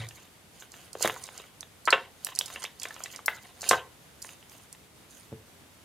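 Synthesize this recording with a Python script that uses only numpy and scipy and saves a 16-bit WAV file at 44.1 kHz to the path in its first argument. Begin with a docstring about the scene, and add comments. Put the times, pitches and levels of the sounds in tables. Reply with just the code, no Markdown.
"""Hands pry a plastic toy capsule apart close to a pair of microphones, set its halves down on a table,
then pull out a folded paper slip and open it. Uneven bursts ring the hollow shell and crack in the treble;
random slips of fingers and paper rub and rustle throughout; soft pushes make the table boom, the last
just after 5.3 s. Room and hiss lie behind. The recorder passes the treble a little ahead of the rest."""
import sys
import numpy as np
from scipy import signal
from scipy.fft import rfft, irfft, next_fast_len
from scipy.io import wavfile
from scipy.ndimage import uniform_filter1d

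SR = 44100
rng = np.random.default_rng(int(sys.argv[2]) if len(sys.argv) > 2 else 0)


def persist_wave(psi):
    """Save psi, clipped to +-1, as 16-bit WAV."""
    counts = np.round(np.clip(psi, -1, 1) * 32767).astype(np.int16)
    wavfile.write(sys.argv[1], SR, np.atleast_2d(counts).T)


N = 257544
SPLIT_HZ = 4050  # the treble starts here

# snaps and taps, timed ahead of the treble lead, levels ahead of filters and lean:
# (t/s, shell ring level/dB, crack level/dB, ring centre f/Hz, ring breadth/octaves, time scale/ms)
SNAPS = [(0.012, -36, -60, 2310, 3.9, 10.4), (0.1086, -38, -33.5, 2500, 0.68, 3.5),
         (0.622, -37.5, -42, 1820, 1.3, 2.9), (0.7397, -36, -36, 2130, 0.59, 3.2),
         (0.9518, -26.5, -31.5, 536, 1.1, 3.16), (1.007, -27, -47, 554, 0.8, 3.2),
         (1.046, -13, -13.5, 660, 0.41, 3.54), (1.056, -16.5, -33, 1010, 3, 4),
         (1.0748, -18.5, -25, 1290, 0.63, 2.54), (1.078, -27, -28, 1470, 0.74, 3.4),
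         (1.0964, -18, -20.5, 1700, 0.81, 2.56), (1.113, -46, -36, 2200, 0.61, 2.8),
         (1.1611, -29.5, -39, 1046, 0.15, 5.1), (1.259, -63, -28, 2350, .75, 6.1),
         (1.2882, -32.5, -39, 1590, 0.87, 2.43), (1.398, -36.5, -30.5, 1780, 2.7, 4.4),
         (1.6286, -35.5, -27, 2520, 0.87, 2.8), (1.8749, -9, -28, 1240, 0.51, 3.3),
         (1.881, -14, -36.5, 1380, 0.55, 22), (1.9254, -6.5, -15, 1870, 0.54, 5.5),
         (1.9283, -7.5, -38, 1500, 1.58, 15), (2.2681, -27.5, -17.5, 2150, 1.05, 3),
         (2.2871, -34.5, -30, 1730, 1.3, 6.6), (2.319, -40.5, -52, 1000, 0.19, 3.7),
         (2.373, -41, -26.5, 2420, 0.44, 1.9), (2.3804, -41, -26, 2500, 0.56, 3.5),
         (2.4107, -19, -9, 3190, 0.15, 1.21), (2.479, -39.5, -29.5, 2070, 1.2, 13),
         (2.5004, -34.5, -39, 1420, 1.7, 10), (2.559, -26.5, -34.5, 2230, 0.42, 3.6),
         (2.6419, -26, -33, 2040, 1.8, 2.64), (2.65, -26.5, -30, 2600, 0.27, 5.3),
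         (2.66, -32, -24, 3260, 0.32, 3.3), (2.819, -34.5, -30, 2720, 0.72, 5.2),
         (2.8361, -35, -35, 2980, 0.45, 11), (2.853, -24.5, -23.5, 1430, 1.1, 3.4),
         (2.906, -33.5, -37, 1600, 1.3, 6.1), (2.9628, -35.5, -36, 1850, 1.6, 4.1),
         (3.004, -33, -63, 970, 0.67, 2.53), (3.058, -31, -24, 2500, 0.57, 6.2),
         (3.19, -36, -50, 1280, 0.29, 3.5), (3.182, -46, -29, 1410, 0.66, 2.6),
         (3.2802, -12.5, -20, 1620, 0.67, 7.6), (3.3848, -44, -45, 2300, 0.62, 2.4),
         (3.6304, -28.5, -30, 1380, 6.4, 2.07), (3.6384, -30.5, -26, 1950, 0.58, 5.5),
         (3.7102, -5, -12.5, 955, 1.5, 6.7), (3.712, -16.5, -11.5, 1380, 0.76, 8.7),
         (3.7299, -11.5, -21, 990, 0.71, 18.4), (4.24, -51, -35, 2470, 1.1, 9.3),
         (4.246, -34, -28.5, 1500, 4.3, 2.75), (4.2904, -37.5, -40, 2640, 0.38, 2.2),
         (4.427, -44.5, -59, 2870, 0.18, 1.4), (4.518, -44, -40, 2700, 0.63, 1.12),
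         (4.7482, -47, -33, 1320, 1.6, 2.7)]
# modes of the hollow shell, undamped by the hands: (f/Hz, level/dB, t60/s)
SHELL_MODES = [(440, -6, .12), (542, 3, .12), (675, -5, .15), (738, -3, .2), (900, -2, .16), (1060, 1, .13),
               (1190, -3, .14), (1322, -2, .15), (1543, -3, .14), (1790, 1, .12), (2000, -1, .14),
               (2360, -5, .06), (2690, 0, .09), (3050, -5, .08), (3350, -5, .06), (3700, -3, .05)]


def from_db(db):
    """Gain of a level."""
    return 10 ** (np.asarray(db) / 20)


def rms_one(x):
    """Scaled to rms 1."""
    return x / np.sqrt(np.mean(x ** 2) + 1e-20)


def at_hz(points, hz):
    """A spectrum read on a log-frequency axis."""
    points_hz, values = np.array(points).T
    return np.interp(np.log(np.maximum(hz, 1)), np.log(points_hz), values)


def coloured(x, spectrum):
    """x shaped by a (f/Hz, level/dB) spectrum; rms 1."""
    size = next_fast_len(N)
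    hz = np.arange(size // 2 + 1) * SR / size
    shaped = irfft(rfft(x, size) * from_db(at_hz(spectrum, hz)), size)
    return rms_one(shaped[..., :N])


def drift(rate):
    """Slow chance: straight lines between random points, rate of them a second; rms 1."""
    points = rng.standard_normal(int(N / SR * rate) + 2)
    return rms_one(np.interp(np.arange(N) / SR * rate, np.arange(len(points)), points))


def ringing(modes, gains, seconds):
    """Struck modes: a sum of sines, each losing 60 dB in its own t60."""
    t = np.arange(int(seconds * SR)) / SR
    hz, db, t60 = np.transpose(modes)[:, :, None]
    decay = from_db(db - 60 * t / np.maximum(t60, .005))
    return gains @ (decay * np.sin(2 * np.pi * hz * t))


def peak_at(x, db):
    """Scaled so that the envelope over the loudest millisecond or so has this level."""
    power = uniform_filter1d(np.mean(np.atleast_2d(x) ** 2, axis=0), 50)
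    return x * from_db(db) / np.sqrt(2 * power.max())


def add(out, sound, s):
    """Mixes a sound in at time s."""
    at = round(s * SR)
    out[..., at:at + sound.shape[-1]] += sound[..., :N - at]


def sides(db):
    """Left and right gains of a left-minus-right difference."""
    return from_db(np.array([db / 2, -db / 2]))


def passed(x, low_hz, high_hz):
    """A band-pass."""
    sos = signal.butter(2, [low_hz, min(high_hz, .45 * SR)], "band", fs=SR, output="sos")
    return signal.sosfilt(sos, x)


def treble(x):
    """The part above the split."""
    return signal.sosfilt(signal.butter(8, SPLIT_HZ, "high", fs=SR, output="sos"), x)


def patches(x, low_hz, bands, depth_db, rate):
    """Half-octave bands of x that swell and fade, each in its own time."""
    out = 0
    for low in low_hz * 2 ** (np.arange(bands) / 2):
        sos = signal.butter(2, [low, low * np.sqrt(2)], "band", fs=SR, output="sos")
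        out = out + from_db(depth_db * drift(rate)) * signal.sosfilt(sos, x)
    return out


def air(level_db=-55, patchy_db=0.65):
    """Hiss and rumble, wavering slightly in level, partly shared by both microphones."""
    # colour of the background: (f/Hz, level/dB)
    air_colour = [(20, -44), (40, -9.5), (80, 3), (200, -1.5), (430, -4.5), (1100, -9), (3800, -12.5),
                  (5400, -16.5), (11000, -16), (15200, -23), (16500, -46)]
    # share of its power common to both microphones: (f/Hz, share)
    air_alike = [(100, 0.8), (1500, 0.22)]
    shared, left, right = rng.standard_normal((3, N))
    hz = np.arange(N // 2 + 1) * SR / N
    alike = np.clip(at_hz(air_alike, hz), 0, 1)
    common = np.sqrt(alike) * rfft(shared)
    own = np.sqrt(1 - alike) * rfft(np.array([left, right]))
    return from_db(level_db + patchy_db * drift(22.0)) * coloured(irfft(common + own, N), air_colour)


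def room(x, alike=0.85):
    """Reflections as noise that dies octave by octave."""
    # decay of the room: (f/Hz, t60/s)
    room_t60 = [(100, 0.37), (700, 0.28), (3000, 0.22)]
    t = np.arange(int(.5 * SR)) / SR
    noise, tail = rng.standard_normal((3, len(t))), 0
    for low in 70 * 2.0 ** np.arange(8):
        band = signal.sosfilt(signal.butter(2, [low, 2 * low], "band", fs=SR, output="sos"), noise)
        tail = tail + band * from_db(-60 * t / at_hz(room_t60, low * np.sqrt(2)))
    tail = tail * np.minimum(t / 0.0048, 1)  # reflections build up over 4.8 ms
    pair = alike * tail[0] + (1 - alike) * tail[1:]
    pair = pair / np.sqrt(np.sum(pair ** 2) / 2)
    return signal.fftconvolve(x[None], pair, axes=1)[:, :N]


def knocks(reach_oct=0.57, push_s=0.00009):
    """A soft push booms the table top, most near the modes under it; a resting hand shortens the boom."""
    # knocks, levels ahead of the low cut: (t/s, peak level/dB, boom centre f/Hz, share of the free t60)
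    pushes = [(0.0, -29, 98, 0.82), (1.049, -26, 209, 0.85), (1.88, -45, 340, 1), (3.71, -24.5, 214, 0.78),
              (5.32, -33, 210, 0.55), (5.327, -24.5, 195, 0.31)]
    # modes of the free table top: (f/Hz, level/dB, t60/s)
    table_modes = [(113.8, 3, 0.45), (140.2, -6.5, 0.53), (218, -0.5, 0.2), (340, 8, 0.21),
                   (437.4, 13.5, 0.33), (534, 24, 0.2)]
    out = np.zeros(N)
    push = np.hanning(max(int(push_s * SR), 3))
    for s, db, centre_hz, free in pushes:
        octaves_off = np.log2(np.array(table_modes)[:, 0] / centre_hz)
        near = from_db(-6 * (octaves_off / reach_oct) ** 2)
        boom = ringing(np.array(table_modes) * [1, 1, free], near, .5)
        boom = signal.fftconvolve(push, boom)
        add(out, from_db(db) * boom / np.abs(boom).max(), s)
    return signal.sosfilt(signal.butter(2, 80, "high", fs=SR, output="sos"), out)


def grains(per_s, size_db, clump_db):
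    """Tiny random slips of uneven size, coming in clumps."""
    sizes = from_db(size_db * np.minimum(rng.exponential(1, N), 4)) * rng.choice([-1, 1], N)
    return sizes * (rng.random(N) < per_s * from_db(clump_db * drift(40)) / SR)


def pressure(stroke_column, snap_column, rattle_db):
    """Gain of the handling: strokes swell, hold and let go; loose contents rattle on after each snap."""
    # fingers over plastic and paper, levels ahead of the mix; an end before its start is a weaker brief touch:
    # (start t/s, end t/s, dull rubbing level/dB, bright rustle level/dB)
    finger_strokes = [(0.0, 0.0032, -42.5, -54), (0.075, 0.25, -60.5, -62), (0.586, 0.65, -61, -60),
                      (0.752, 0.88, -58, -59), (1.05, 1.058, -33, -38), (1.13, 1.296, -53.5, -53),
                      (1.36, 1.43, -50, -54), (2.289, 2.26, -37, -41.5), (2.41, 2.63, -51.5, -56),
                      (2.812, 3.1, -54.5, -58.5), (3.13, 3.155, -48.5, -50), (3.36, 3.5, -56, -60),
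                      (3.631, 3.63, -46, -48.5), (3.695, 3.712, -40, -42), (4.265, 4.36, -61, -55),
                      (4.53, 4.66, -64, -60.5), (5.131, 5.25, -64, -58.5), (5.526, 5.43, -71, -54)]
    swell_db_per_s, let_go_db_per_s, rattle_fade_db_per_s = 388, 253, 192
    t = np.arange(0, N + 64, 64) / SR  # one point every 64 samples
    strokes, snaps = np.array(finger_strokes)[:, :, None], np.array(SNAPS)[:, :, None]
    before = swell_db_per_s * np.maximum(strokes[:, 0] - t, 0)
    after = let_go_db_per_s * np.maximum(t - strokes[:, 1], 0)
    stroke = from_db(strokes[:, stroke_column] - before - after)
    since = t - snaps[:, 0]
    fading_db = snaps[:, snap_column] + rattle_db - rattle_fade_db_per_s * np.abs(since)
    rattle = (since > 0) * from_db(fading_db)
    power = np.sum(stroke ** 2, axis=0) + np.sum(rattle ** 2, axis=0)
    return np.interp(np.arange(N) / SR, t, np.sqrt(power))


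def handling(lean_db=-8.5):
    """Skin on plastic and creasing paper: the same slips give a dull rub, a faint ring and a bright rustle."""
    # colour of the dull rub: (f/Hz, level/dB)
    rub_colour = [(300, -20), (700, 1), (1500, -3), (3700, 0.5), (4400, -11.5)]
    # colour of the bright rustle: (f/Hz, level/dB)
    rustle_colour = [(4300, -20), (6500, -5), (9000, -8), (12500, -10.5), (16000, -28)]
    slips = rms_one(grains(per_s=800, size_db=3.5, clump_db=8.0))
    smooth = rng.standard_normal((3, N))
    rub = patches(slips + .3 * smooth[0] + .2 * smooth[1:], 300, 8, depth_db=2.0, rate=40)
    rustle = patches(slips + .5 * smooth[1:], 4000, 4, depth_db=1.6, rate=40)
    dull = pressure(2, 1, rattle_db=-28.5)  # rattle follows the shell ring
    bright = pressure(3, 2, rattle_db=-42)  # rattle follows the crack
    shell = ringing(np.array(SHELL_MODES) * [1, 1, 0.35], np.ones(len(SHELL_MODES)), .08)  # held: brief ring
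    rung = signal.fftconvolve(dull * slips, shell / np.sqrt(np.sum(shell ** 2)))[:N]
    rubbed = 1.204 * dull * coloured(rub, rub_colour)
    rustled = bright * treble(coloured(rustle, rustle_colour)) * sides(lean_db)[:, None]
    return rubbed + 0.37 * rung + rustled


def clicks():
    """Each snap is a short uneven burst: it rings the shell modes near its centre and cracks in the treble."""
    # where the hands work, read between rows: (t/s, treble left minus right/dB, crack centre f/Hz)
    place = [(0.0, -3, 6260), (1.05, -7.5, 6440), (1.1, -7, 8000), (1.26, -6, 5300), (1.93, -13, 5460),
             (2.27, -6, 7550), (2.375, -5, 5300), (2.41, -8, 6400), (2.66, -6.5, 5240), (3.2, -5, 5340),
             (3.28, 5.5, 9700), (3.66, 0, 4900), (3.71, -6.5, 5710), (4.75, -3, 7140)]
    # some snaps, mostly hard ones, drive certain modes most: (from t/s, modes driven most [f/Hz])
    spots = [(0.94, [440, 542]), (1.04, [542, 1190, 2000, 3350]), (1.87, [1060, 1322, 2000]),
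             (1.92, [542, 1060, 1543, 2690]), (3.27, [675, 1190, 1790, 2000, 3050]),
             (3.7, [542, 738, 1060, 1543])]
    spot_s, spot_gain_db = .045, 12
    reach, spread_db, linger_db = 0.8, 6.5, -11  # mode reach per breadth, mode unevenness, ring left free
    grit, rise, knock = 0.61, 0.45, 0.57  # burst beside the main slip, rise per time scale, dead part
    wide, snap, broad = 0.39, 0.18, 1.726  # crack: unshared noise, main slip, band edge ratio
    brief, after_db, scatter_oct = 0.64, -17, .07  # crack: tick width, sizzle level, pitch scatter
    lean_spread_db = 2  # random spread of the shell's left-right lean from snap to snap
    shell, crack = np.zeros((2, N)), np.zeros((2, N))
    t, ring_t = np.arange(int(.05 * SR)) / SR, np.arange(int(.16 * SR)) / SR
    hz = np.array(SHELL_MODES)[:, 0]
    place_s, place_lean_db, place_hz = np.array(place).T
    for s, ring_db, crack_db, ring_hz, octaves, ms in SNAPS:
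        lean_db = np.interp(s, place_s, place_lean_db)
        crack_hz = np.interp(s, place_s, place_hz) * 2 ** (scatter_oct * rng.standard_normal())
        driven = sum(np.isin(hz, modes) for start, modes in spots if start < s < start + spot_s)
        noise, uneven = rng.standard_normal((3, len(t))), rng.standard_normal(len(hz))
        length = np.clip(ms, 1, 30) / 1000
        rise_s = min(rise * length, .0016)
        top, rising = int(rise_s * SR), np.minimum(t / rise_s, 1)
        burst = noise[0] * rising * from_db(-14 * t / length)
        burst = burst / np.sqrt(np.sum(burst ** 2))
        blow = grit * burst
        blow[top] += 1  # one slip carries most of the blow

        near_db = -6 * (np.log2(hz / ring_hz) / (reach * octaves)) ** 2
        uneven_db = spread_db * uneven / (1 + 2 * np.any(driven))
        near = from_db(near_db + uneven_db + spot_gain_db * driven)
        # fingers kill most of the ring at once; long blows leave more of it free
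        grip = from_db(-16.0 * ring_t / length) + from_db(linger_db) * min(ms / 8, 1.2) ** 1.1
        # each mode is a pair of randomly detuned sines, which beat
        detuned = np.array(SHELL_MODES) * (1 + [.007, 0, 0] * rng.standard_normal((2, len(hz), 1)))
        ring = grip * (ringing(detuned[0], near, .16) + .6 * ringing(detuned[1], near, .16))
        shell_lean = sides(lean_spread_db * rng.standard_normal())[:, None]
        add(shell, shell_lean * peak_at(signal.fftconvolve(blow, ring), ring_db), s)
        # plastic too damped to ring, leaning the other way
        dead = passed(blow + 1.8 * burst, ring_hz / 1.82 ** octaves, ring_hz * 1.63 ** octaves)
        add(shell, shell_lean[::-1] * knock * peak_at(dead, ring_db), s)

        # the crack is a brief tick with a weaker sizzle behind it
        tick = from_db(-9 * (t / (brief * length)) ** 2)
        sizzle = from_db(after_db - 2.2 * t / length)
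        pair = rising * (tick + sizzle) * (noise[0] + wide * noise[1:])
        pair[:, top] += snap * np.sqrt(np.mean(np.sum(pair ** 2, axis=1)))
        far = int(lean_db > 0)
        pair[far] = np.roll(pair[far], 1)  # the far microphone hears it a sample late
        pair = passed(pair, crack_hz / broad, crack_hz * broad)
        add(crack, peak_at(pair * sides(lean_db)[:, None], crack_db), s)
    body = signal.butter(3, [400, SPLIT_HZ], "band", fs=SR, output="sos")  # a small shell radiates no bass
    return signal.sosfilt(body, shell), treble(crack)


def scene():
    """Shell, cracks, table and handling close by, with room on all but the handling, over the hiss."""
    shell, crack = clicks()
    table = knocks()
    wet = from_db(-8.5) * shell.mean(axis=0)
    wet = wet + from_db(-11.0) * crack.mean(axis=0) + from_db(-8.5) * table
    return shell + crack + table + room(wet) + handling() + air()


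def record(dry, treble_lead_s=.02154, cutoff_hz=16200):
    """The band above the split comes out early; peaks are rounded; deepest bass and the top are cut."""
    size = next_fast_len(N + 2000)
    longer = np.pad(dry, [(0, 0), (0, size - N)], "reflect")  # the hiss carries on past the end
    hz = np.arange(size // 2 + 1) * SR / size
    above = 1 / (1 + np.exp(np.clip((SPLIT_HZ - hz) / 60, -50, 50)))
    early = np.exp(2j * np.pi * hz * treble_lead_s)
    shifted = irfft(rfft(longer) * (1 - above + above * early), size)[:, :N]
    rounded = 1.4 * np.tanh(shifted / 1.4)
    no_bass = signal.sosfilt(signal.butter(2, 30, "high", fs=SR, output="sos"), rounded)
    return signal.sosfilt(signal.ellip(10, .5, 70, cutoff_hz, fs=SR, output="sos"), no_bass)


dry = scene()
out = record(dry)
persist_wave(out)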